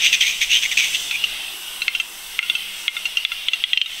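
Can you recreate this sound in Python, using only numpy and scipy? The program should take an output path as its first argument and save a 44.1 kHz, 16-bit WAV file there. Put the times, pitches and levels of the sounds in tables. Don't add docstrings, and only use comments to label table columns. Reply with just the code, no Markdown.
import sys
import numpy as np
from scipy import signal
from scipy.fft import rfft, irfft, next_fast_len
from scipy.io import wavfile
from scipy.ndimage import uniform_filter1d, minimum_filter1d, map_coordinates

SR = 44100
rng = np.random.default_rng(int(sys.argv[2]) if len(sys.argv) > 2 else 0)


def unload_audio(sound):
    columns = np.transpose(np.atleast_2d(sound))
    steps = np.round(np.clip(columns, -1, 1) * 32767)
    wavfile.write(sys.argv[1], SR, steps.astype(np.int16))


N = 176400
TIME_S = np.arange(N) / SR


def amp(db):
    return 10 ** (np.asarray(db) / 20)


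def unit(x):
    return x / np.sqrt(np.mean(x ** 2) + 1e-20)


def wobble(per_s):
    return map_coordinates(rng.standard_normal(N // 8), [TIME_S * per_s], mode="mirror")


def filtered(x, gain_at):
    size = next_fast_len(N + SR // 4)
    return irfft(rfft(x, size) * gain_at(np.fft.rfftfreq(size, 1 / SR)), size)[..., :N]


def coloured(x, colour):
    pitch_hz, gain_db = np.transpose(colour)
    return filtered(x, lambda hz: amp(np.interp(np.log(hz + 1), np.log(pitch_hz + 1), gain_db)))


def noise(colour):
    return unit(coloured(rng.standard_normal(N), colour))


def fade(t, fade_s):
    return np.exp(-np.log(1000) * t / fade_s)


# pitch_hz, gain_db
THROAT_COLOUR = [(300, -55), (1200, -34), (1600, -24), (2000, -9), (2500, -2), (3150, -4), (3600, -1.5),
                 (4000, -12), (4700, -17), (5400, -16), (5900, -8), (6550, -7), (6750, -29), (7600, -21),
                 (8450, -21), (9000, -38), (16000, -52)]
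# pitch_hz, gain_db
EDGE_COLOUR = [(7000, -17), (9200, -12), (11300, -9), (12650, 2), (12950, -11)]
# start_s, rise_s, hold_s, fade_s, level_db,
# squeak_from_hz, squeak_to_hz, squeak_db (compared with the rasp)
SYLLABLES = [(-.02, 0.07, .02, 0.1166, -13, 2050, 2930, -4.5),
             (0.113, 0.017, 0.013, .10, -13.5, 2710, 2450, -4),
             (0.2, 0.0088, 0.0068, 0.22, -10, 3700, 2184, -1),
             (0.244, 0.025, 0.0046, 0.4, -18, 2500, 2400, -1.5),
             (0.401, 0.017, 0.0153, 0.092, -13.5, 2150, 2458, -3.5),
             (0.478, 0.04, 0.049, 0.12, -12.5, 2590, 3127, 0.5),
             (0.61, 0.022, 0.0055, 0.11, -15.5, 3300, 2355, -6),
             (0.646, 0.0063, 0.0092, 0.034, -21, 2200, 2180, 18),
             (0.707, 0.0082, 0.0074, 0.066, -17, 2690, 1905, -2.5),
             (0.771, 0.0022, 0.025, 0.27, -13.5, 2700, 2264, -2),
             (0.819, 0.023, 0.012, 0.22, -24.5, 2300, 2478, -2),
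             (0.914, 0.035, 0.0056, 0.0556, -16.5, 2150, 3050, 3),
             (1.096, 0.052, 0.0069, 0.089, -20.5, 2400, 2440, 11)]
def whetting():
    grit = amp(2.9 * wobble(per_s=520))
    rasp = unit(coloured(rng.standard_normal(N) * grit, THROAT_COLOUR))
    edge = amp(-28) * unit(grit * noise(EDGE_COLOUR))
    phase_jitter = 1.15 * wobble(per_s=330)
    flutter = np.sqrt(2) * unit(grit)
    out = np.zeros(N)
    for start_s, rise_s, hold_s, fade_s, level_db, from_hz, to_hz, squeak_db in SYLLABLES:
        t = TIME_S - start_s
        swell = np.clip(t / rise_s, 0, 1) ** 2 * fade(np.maximum(t - rise_s - hold_s, 0), fade_s)
        pitch_hz = np.interp(t, [0, rise_s + hold_s + fade_s / 10], [from_hz, to_hz])
        squeak = flutter * np.sin(2 * np.pi * np.cumsum(pitch_hz) / SR + phase_jitter)
        voice = amp(level_db) * (rasp + amp(squeak_db) * squeak) + amp(level_db / 2) * edge
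        out += swell * voice / np.hypot(1, amp(squeak_db))
    return out


def patchy(x, depth_db=2.6, frame_samples=1024):
    spectrum = signal.stft(x, nperseg=frame_samples)[2]
    patches = uniform_filter1d(rng.standard_normal(spectrum.shape), size=3, axis=0)
    patches = unit(uniform_filter1d(patches, size=12, axis=1))
    return unit(signal.istft(spectrum * amp(depth_db * patches), nperseg=frame_samples)[1][:N])


# pitch_hz, gain_db
HISS_COLOUR = [(20, -67), (130, -21), (330, 0.5), (550, -2), (800, 6.5), (1100, 4), (1500, 6.5), (2600, -1),
               (4200, -1.5), (5400, 2), (6900, -9), (8300, 8.5), (9000, 4.5), (10500, 2.5), (13000, 3.5),
               (15000, -7.5), (15800, 5.5)]
# pitch_hz, gain_db
HISS_SPREAD = [(100, -16), (500, -35), (3000, -35), (5000, -24), (9000, -20), (14000, -17)]
# time_s, level_db
HISS_LOUDNESS = [(0, -40.5), (.9, -37.5), (1.75, -34.5), (2.0, -38), (2.3, -36), (2.8, -37), (3.3, -39),
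                 (3.7, -41), (4, -42)]
def hiss():
    level = amp(np.interp(TIME_S, *np.transpose(HISS_LOUDNESS)))
    centre = patchy(noise(HISS_COLOUR))
    side = coloured(noise(HISS_COLOUR), HISS_SPREAD)
    return level * np.array([centre + side, centre - side])


# pitch_hz, gain_db
MIDDLE_COLOUR = [(1000, -28), (1800, -16), (2100, -6), (2350, -11), (2600, -1), (2810, 2.5), (3200, -.5),
                 (3600, -2.5), (4100, -12.5), (6000, -16.5), (9000, -46)]
# pitch_hz, gain_db
THIN_COLOUR = [(3000, -21.5), (4500, -12), (6200, -3.5), (6700, -11.5), (7300, -7), (8400, -8),
               (9200, -18.5), (14000, -20)]
# time_s, middle_db, thin_db
BAND_LOUDNESS = [(0, -24, -35), (.4, -30, -35.5), (.75, -29, -34), (.9, -27.5, -30.5), (1.08, -29, -33.5),
                 (1.17, -28.5, -41), (1.33, -26.5, -45), (1.48, -30.5, -47), (1.6, -35, -42),
                 (2.0, -32, -49), (2.08, -40, -42.5), (2.35, -33, -43), (2.56, -29, -64), (2.8, -33, -38),
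                 (3.2, -31, -55), (3.7, -31, -57), (4, -32, -40.5)]
def swelling_hiss():
    time_s, middle_db, thin_db = np.transpose(BAND_LOUDNESS)
    middle = amp(np.interp(TIME_S, time_s, middle_db)) * patchy(noise(MIDDLE_COLOUR))
    thin = amp(np.interp(TIME_S, time_s, thin_db)) * noise(THIN_COLOUR)
    return middle + thin


# pitch_hz, gain_db
RUMBLE_COLOUR = [(20, -3), (32, 0), (45, -19), (60, -31), (120, -43), (300, -38), (1000, -78)]
def rumble(sink_db_per_s=1.5):
    level = amp(-50 - sink_db_per_s * TIME_S + 3 * wobble(6))
    centre, side = noise(RUMBLE_COLOUR), amp(-14) * noise(RUMBLE_COLOUR)
    return level * np.array([centre + side, centre - side])


def hum(pitch_hz=189.4, sink_db_per_s=1.94):
    level = amp(-60.5 - sink_db_per_s * TIME_S + 2.6 * wobble(7))
    return np.sqrt(2) * level * np.sin(2 * np.pi * pitch_hz * TIME_S + .5 * wobble(5))


# pitch_hz, level_db
WHINE_TONES = [(7752, -54), (9130, -58), (13954, -62)]
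def whines():
    out = np.zeros(N)
    for pitch_hz, level_db in WHINE_TONES:
        level = amp(level_db + .86 * wobble(2.9))
        out += np.sqrt(2) * level * np.sin(2 * np.pi * pitch_hz * TIME_S + .5 * wobble(8))
    return out


def forest_echo(bird):
    t = np.arange(SR) / SR
    near = rng.standard_normal(SR) * fade(t, fade_s=.19) * (t > .004)
    far = rng.standard_normal(SR) * fade(t, fade_s=1.2) * (1 - np.exp(-t / .0033))
    echo = amp(-18) * near / np.linalg.norm(near) + amp(-27) * far / np.linalg.norm(far)
    return signal.fftconvolve(bird, echo)[:N]


# pitch_hz, gain_db
TICK_COLOUR = [(1800, -16.5), (4700, -0.5), (6000, -8), (13000, -24)]
# pitch_hz, level_db (compared with the main tone), fade_s (in a soft click)
WEAK_TONES = [(2430, -24, 0.076), (3900, -18, 0.023), (4200, -23, 0.093), (4800, -24, 0.036),
              (5730, -22, 0.027), (6760, -36, 0.036)]
# start_s, snap_db (before a 3 dB boost), low_hz, low_db, main_hz, main_db, upper_hz, upper_db
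THROAT_CLICKS = [(1.1112, -10, 2115, -29, 2640, -11, 3560, -23),
                 (1.2392, -25, 2020, -46, 2790, -4.5, 2997, -5.5),
                 (1.818, -22, 2200, -28, 2710, -11, 4040, -13.5),
                 (1.8805, 4, 2117, 2, 2690, -2, 4200, -8.5), (1.949, -25, 2190, -27, 2760, -9, 3140, -12),
                 (1.9988, -29, 2060, -24, 2700, -9, 3160, -10.5),
                 (2.3904, 5.5, 2080, 4, 2810, -4.5, 3200, -17),
                 (2.4271, -24, 2155, -19, 2746, -10.5, 3350, -21),
                 (2.498, -29, 2140, -17, 2778, -4, 3485, -0.5),
                 (2.551, -25, 2180, -41, 2676, -11.5, 3160, -13), (2.8802, 7, 2126, 3, 2900, -5, 3296, 2.5),
                 (2.9661, -22, 2120, -16.5, 2720, -21, 3540, -14),
                 (3.0544, -21, 2120, -29, 2784, -8, 2950, -23),
                 (3.17, -40, 2110, -47, 2786, -5.5, 3150, -10),
                 (3.2501, 5, 2066, -8.5, 2770, -4.5, 3390, 3),
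                 (3.3175, -28, 2105, -21.5, 2760, -15.5, 3450, -16),
                 (3.4845, 2.5, 2044, -10.5, 3020, -1.5, 3350, 3.5),
                 (3.533, -32, 2020, -21.5, 2763, -5.5, 3430, -8.5),
                 (3.6387, 3.5, 2005, -7, 2920, -3, 3290, 5.5), (3.732, 3, 1970, -5, 2815, 2, 3230, 8),
                 (3.774, 5.5, 1950, -13, 2790, 7.5, 3100, 9), (3.815, 6, 2090, -28, 2855, 5, 3135, 8.5),
                 (3.859, -32, 2030, -27, 2850, -13.5, 3730, -13)]
def clicks(snap_s=.000325, rise_s=.00099):
    out, t = np.zeros(N), np.arange(SR // 10) / SR
    air, tick = noise(THROAT_COLOUR), amp(-21) * noise(TICK_COLOUR)
    from_peak_s = t - 2 * snap_s
    snap_shape = np.exp(-(from_peak_s / snap_s) ** 2)
    build_up = 1 - np.exp(-(t / rise_s) ** 2)
    for start_s, snap_db, low_hz, low_db, main_hz, main_db, upper_hz, upper_db in THROAT_CLICKS:
        first = round(start_s * SR)
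        span = slice(first, first + len(t))
        depth = amp(low_db) ** 2 / np.sum(amp([low_db, main_db, upper_db]) ** 2)
        snap_hz = 3030 - 490 * depth ** 2
        snap = snap_shape * (np.sin(2 * np.pi * snap_hz * from_peak_s) + tick[span])
        hardness = min(amp(max(snap_db, upper_db)), 1)
        damping = 1 - hardness / 2
        tones = [(low_hz, low_db, .055), (main_hz, main_db, .058), (upper_hz, upper_db, .044)]
        for hz, db, fade_s in WEAK_TONES:
            tones.append((hz * (1 + rng.normal(0, .022)), main_db + db + rng.normal(0, 3), fade_s))
        hollow_db = -30 + 15 * hardness * np.sqrt(depth) + rng.normal(0, 2)
        tones.append((.655 * low_hz, hollow_db, .069))
        ring = sum(amp(db) * fade(t, fade_s * damping) * np.sin(2 * np.pi * hz * t)
                   for hz, db, fade_s in tones)
        scrape = amp(main_db - 15) * damping * fade(t, .067 * damping) * air[span]
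        out[span] += amp(snap_db + 3) * snap + (ring + scrape) * build_up
    return out


def scene():
    bird = clicks() + whetting()
    return bird + forest_echo(bird) + swelling_hiss() + hiss() + rumble() + hum() + whines()


def record(dry, ceiling=.9, recover_db_per_s=144, look_ahead_s=.0012, top_hz=15700):
    over_db = 20 * np.log10(np.maximum(np.abs(dry).max(axis=0) / ceiling, 1))
    recovery_db = recover_db_per_s * TIME_S
    cut_db = np.maximum.accumulate(over_db + recovery_db) - recovery_db
    window = 2 * round(look_ahead_s * SR) + 1
    gain = uniform_filter1d(minimum_filter1d(amp(-cut_db), window), window)
    return filtered(dry * gain, lambda hz: hz < top_hz)


dry = scene()
out = record(dry)
unload_audio(out)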